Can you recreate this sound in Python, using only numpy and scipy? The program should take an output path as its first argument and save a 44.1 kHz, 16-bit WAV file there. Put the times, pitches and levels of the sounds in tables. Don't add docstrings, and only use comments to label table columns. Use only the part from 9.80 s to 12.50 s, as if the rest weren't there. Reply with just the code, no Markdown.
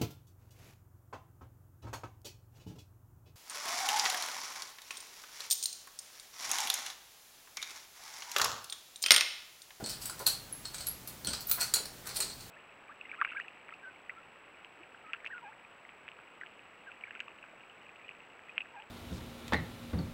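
import sys
import numpy as np
from scipy import signal
from scipy.fft import rfft, irfft, next_fast_len
from scipy.io import wavfile
from scipy.ndimage import uniform_filter1d

SR = 44100
rng = np.random.default_rng(int(sys.argv[2]) if len(sys.argv) > 2 else 0)


def wrap_up_sound(samples):
    columns = np.atleast_2d(samples).T
    tamed = np.clip(columns, -1, 1)
    steps = np.round(tamed * 32767).astype(np.int16)
    wavfile.write(sys.argv[1], SR, steps)


N = 119070
T = np.arange(N) / SR

# (time [s], relative level [dB], ring pitch [Hz], ring level [dB], gain below 4500 Hz [dB])
CHAIN_SNAPS = [(0.4622, -26.5, 4450, -4, -6), (0.4655, -10.5, 4240, -5.5, -10.5),
               (0.4680, -14.5, 11340, -0.5, -1.5), (0.4738, -13, 11100, -12, -5.5),
               (0.4844, -21.5, 4350, -12, -1), (1.4472, -27, 4340, -5, -3.5), (1.472, -34.5, 3130, 7.5, 9),
               (1.534, -29.5, 4350, -2, 7), (1.7133, -12, 14800, -3, -5), (1.9385, -9.5, 7070, -7.5, -5),
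               (1.9590, -25, 6860, -8, 6)]
# (frequency [Hz], gain [dB])
SNAP_TONE = [(200, -8.5), (1400, 3.5), (2000, 1), (3000, 4.5), (9000, 6), (16000, -0.5)]
# (time [s], relative level [dB], pitch [Hz], time to fade by 60 dB [s])
LINK_PINGS = [(0.5002, -37, 4240, 0.028), (0.7258, -26.5, 10960, 0.024), (0.8537, -32, 4250, 0.011),
              (1.0690, -26, 11310, 0.045), (1.0850, -23, 11400, 0.021), (1.4703, -20, 8690, 0.008),
              (1.517, -37, 4300, 0.012), (1.5492, -29, 5000, 0.0069), (1.672, -30, 12000, 0.026),
              (1.668, -35, 14850, .08), (1.6960, -24, 14850, 0.054), (1.6990, -31, 12000, 0.033),
              (1.713, -15, 14950, 0.028), (1.714, -24, 12150, 0.023), (1.715, -33, 4220, .017),
              (1.813, -33, 4490, 0.051), (1.9390, -18, 4690, 0.0048), (1.9392, -22.5, 8820, .012),
              (1.943, -24, 4090, 0.021), (2.4030, -26.5, 8300, 0.042), (2.404, -37, 4400, 0.014),
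              (2.432, -37.5, 4230, 0.016)]
# (time [s], relative level [dB], rise [s], fall [s], treble gain [dB])
LINK_RATTLES = [(0.0409, -30.5, 0.00092, 0.012, -17), (0.0611, -24.5, 0.00091, 0.008, -9),
                (0.096, -21, 0.0073, 0.024, -1.5), (0.222, -28.5, 0.011, 0.023, 4.5),
                (0.2570, -26, 0.0044, 0.012, 9), (0.298, -26, 0.0031, 0.0061, -1),
                (0.393, -30, 0.0072, 0.024, 5.5), (0.8547, -28, 0.0036, 0.01, -13),
                (0.9449, -25.5, .004, 0.009, -6), (0.983, -30, 0.0011, .012, -10),
                (1.0070, -27.5, 0.003, 0.017, -5), (1.069, -26.5, .005, 0.017, 6),
                (1.2750, -32.5, 0.00084, 0.018, 11.5), (1.472, -20.5, .0006, 0.025, -6),
                (1.5328, -25, 0.0035, 0.02, -13), (1.6070, -32.5, 0.0037, 0.013, 9),
                (1.697, -26.5, 0.022, 0.026, 11), (1.718, -26.5, 0.0015, 0.023, 17.5),
                (1.8108, -16.5, 0.0078, 0.0097, 1.5), (1.8310, -22, 0.0046, 0.025, 2),
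                (2.056, -30, 0.0033, 0.0033, 1), (2.2730, -27, 0.0084, 0.0024, 3.5),
                (2.2920, -29, 0.0035, 0.026, -10), (2.369, -20, 0.013, 0.008, 3),
                (2.4035, -18.5, 0.001, .014, 1.5), (2.4240, -25, 0.0029, 0.02, -11),
                (2.499, -31.5, .002, 0.029, -14), (2.608, -36, 0.014, 0.021, -7)]
# (frequency [Hz], gain [dB])
RATTLE_TONE = [(200, -11), (1300, 2.5), (1900, -0.5), (3000, 1.5), (4800, 5), (6200, 3.5), (8400, 8),
               (10000, 4), (16000, -2.5)]
# (time [s], level [dB], fall [s], centre frequency [Hz])
CLOTH_STROKES = [(0.005, -43.5, 0.026, 477), (0.027, -44, 0.018, 148), (0.404, -43, 0.014, 647),
                 (1.480, -45.5, 0.037, 197), (1.505, -53, 0.054, 700), (1.785, -44.5, 0.013, 950),
                 (1.815, -44.5, 0.018, 1340), (1.975, -51, 0.057, 544), (2.279, -53, 0.05, 1330),
                 (2.390, -55, 0.13, 477)]
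# (time [s], peak level [dB], spread in time [s])
FOOT_THUDS = [(1.087, -58, 0.067), (1.506, -50.5, 0.041)]
# (delay [s], level [dB])
WALL_ECHOES = [(.0032, -8), (.0098, -12), (.0200, -13.5)]
# (frequency [Hz], time to fade by 60 dB [s])
ROOM_FADE = [(150, 0.41), (4000, 0.36), (9000, 0.28), (15000, 0.22)]
# (frequency [Hz], gain [dB], narrowness [Q])
MIC_RESONANCES = [(4320, 7, 5.8), (6490, -9, 34), (7600, -8.5, 24), (7730, 3.5, 11.3), (1439, 7, 11.6)]
# (frequency [Hz], gain [dB])
HISS_TONE = [(15, -19), (25, -2), (166, -3), (370, -8.5), (8140, -18.5), (16000, -20)]
# (pitch [Hz], level [dB])
HUM_NOTES = [(64, -68.5), (122, -64.5)]


def clacks(gain_db=16.3, spread_s=0.0024, build_s=0.00044):
    out = np.zeros(N)
    for s, db, ring_hz, ring_db, body_db in CHAIN_SNAPS:
        contacts = colour(even_crack(spread_s), [(4500, body_db), (8000, 0)])
        link = from_db(ring_db) * unit(ring(ring_hz, fade_s=0.0071))
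        build = 1 - np.exp(-T[:len(contacts)] / build_s)
        add(out, s, from_db(db + gain_db) * build * (contacts + link) / 2)
    return colour(out, SNAP_TONE)


def even_crack(decay_s, size=6000):
    fade = np.exp(-T[:size] / decay_s)
    spectrum = rfft(crack(decay_s, size=size), 2 * size)
    evened = irfft(spectrum / (np.abs(spectrum) + 1e-12))[:size]
    return unit(evened * fade ** 0.1)


def rattles(gain_db=10, touches_per_s=600, spread_db=14.5, lead_s=0.06):
    out = np.zeros(N)
    steps = np.arange(-14, 56)
    varied = steps != 0
    for s, db, rise_s, fall_s, treble_db in LINK_RATTLES:
        run = np.zeros(12000)
        delays = (steps + (rng.random(len(steps)) - 0.5) * varied) / touches_per_s
        strengths = from_db(-spread_db * rng.random(len(steps)) * varied)
        strengths *= swell(delays, rise_s, fall_s)
        for delay, strength in zip(delays, strengths):
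            add(run, lead_s + delay, strength * touch())
        # light, bright touches barely stir the links' lowest ring, at 4350 Hz
        tone = [(3200, 0), (4350, -0.39 * treble_db), (5500, 0), (8500, 0), (11500, treble_db)]
        add(out, s - lead_s, from_db(db + gain_db) * colour(unit(run), tone))
    return colour(out, RATTLE_TONE)


def touch(low_hz=3570, high_hz=9340, ring_db=-7.5, size=1200):
    hz = low_hz * (high_hz / low_hz) ** rng.random()
    tick = crack(decay_s=0.0011, size=size)
    return tick + from_db(ring_db) * unit(ring(hz, fade_s=0.012, size=size))


def pings(count=4, spread_hz=134, attack_s=0.00047):
    out = np.zeros(N)
    for s, db, hz, fade_s in LINK_PINGS:
        offsets_hz = spread_hz * (np.linspace(-1, 1, count) + rng.uniform(-0.56, 0.39, count))
        links = [ring(hz + offset, fade_s) * rng.choice([-1, 1]) for offset in offsets_hz]
        attack = 1 - np.exp(-T[:len(links[0])] / attack_s)
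        one_link_strength = np.linalg.norm(links[0])
        add(out, s, from_db(db) * one_link_strength * unit(sum(links) * attack))
    return out


def cloth(grain_db=4.5, band_ratio=1.8):
    out = np.zeros(N)
    for s, db, fall_s, hz in CLOTH_STROKES:
        grain = from_db(grain_db * rms_one(uniform_filter1d(rng.standard_normal(N), 150)))
        rubbing = band(rng.standard_normal(N) * grain, hz / band_ratio, hz * band_ratio)
        out += from_db(db) * swell(T - s, 0.57 * fall_s, fall_s) * rms_one(rubbing)
    return out


def thuds(pitch_hz=68.4):
    loudness = sum(from_db(db) * np.exp(-((T - s) / spread_s) ** 2 / 2)
                   for s, db, spread_s in FOOT_THUDS)
    return loudness * np.sqrt(2) * np.sin(2 * np.pi * pitch_hz * T)


def moving_in_room(x, places=5, moves_per_s=14):
    place = np.floor(T * moves_per_s) % places
    return sum(room(x * uniform_filter1d((place == k) * 1., size=200)) for k in range(places))


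def room(x, tail_db=-2, build_s=0.0025, size=24000):
    t, edges_hz = T[:size], np.geomspace(60, 20000, 11)
    noise = rng.standard_normal((2, size))
    tail = np.zeros(size)
    for k, (low, high) in enumerate(zip(edges_hz, edges_hz[1:])):
        fade_s = at_hz(ROOM_FADE, np.sqrt(low * high))
        tail += band(noise[k % 2], low, high) * from_db(-60 * t / fade_s)
    response = from_db(tail_db) * unit(tail * (1 - np.exp(-t / build_s)))
    response[0] += 1
    for delay_s, db in WALL_ECHOES:
        add(response, delay_s, from_db(db) * crack(decay_s=0.00077))
    return signal.fftconvolve(x, response)[:N]


def microphone(x):
    for hz, db, q in MIC_RESONANCES:
        gain, angle = from_db(db / 2), 2 * np.pi * hz / SR
        width, middle = np.sin(angle) / (2 * q), -2 * np.cos(angle)
        x = signal.lfilter([1 + width * gain, middle, 1 - width * gain],
                           [1 + width / gain, middle, 1 - width / gain], x)
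    return x


def background(hiss_db=-51, whine_db=-66):
    hiss = from_db(hiss_db) * rms_one(colour(rng.standard_normal(N), HISS_TONE))
    hum = sum(from_db(db) * np.sqrt(2) * np.sin(2 * np.pi * (hz * T + rng.random()))
              for hz, db in HUM_NOTES)
    whine = from_db(whine_db) * rms_one(band(rng.standard_normal(N), low_hz=14990, high_hz=15100))
    return hiss + hum + whine


def ring(hz, fade_s, size=6000):
    return np.sin(2 * np.pi * hz * T[:size]) * from_db(-60 * T[:size] / fade_s)


def crack(decay_s, size=6000):
    return unit(rng.standard_normal(size) * np.exp(-T[:size] / decay_s))


def swell(t, rise_s, fall_s):
    return np.exp(-np.maximum(-t / rise_s, t / fall_s))


def from_db(db):
    return 10 ** (np.asarray(db) / 20)


def unit(x):
    return x / np.sqrt(np.sum(x ** 2) + 1e-20)


def rms_one(x):
    return unit(x) * np.sqrt(len(x))


def at_hz(points, hz):
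    frequencies, values = np.transpose(points)
    return np.interp(np.log(hz + 1e-3), np.log(frequencies), values)


def colour(x, points):
    size = next_fast_len(len(x)) * 2
    gains = from_db(at_hz(points, np.arange(size // 2 + 1) * SR / size))
    cepstrum = irfft(np.log(gains))
    cepstrum[1:size // 2] *= 2
    cepstrum[size // 2 + 1:] = 0
    return irfft(rfft(x, size) * np.exp(rfft(cepstrum)))[:len(x)]


def band(x, low_hz, high_hz):
    edges_hz = [low_hz, min(high_hz, SR / 2 - 500)]
    return signal.sosfilt(signal.butter(2, edges_hz, "band", fs=SR, output="sos"), x)


def add(out, s, sound):
    start = int(s * SR)
    sound, start = sound[max(-start, 0):], max(start, 0)
    out[start:start + len(sound)] += sound[:max(len(out) - start, 0)]


def scene():
    swinging = clacks() + pings() + rattles() + cloth()
    return (microphone(moving_in_room(swinging)) + thuds() + background())[None]


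def record(dry):
    cutoff_hz = 15850
    return signal.sosfilt(signal.ellip(12, 0.2, 70, cutoff_hz, fs=SR, output="sos"), dry)


dry = scene()
out = record(dry)
wrap_up_sound(out)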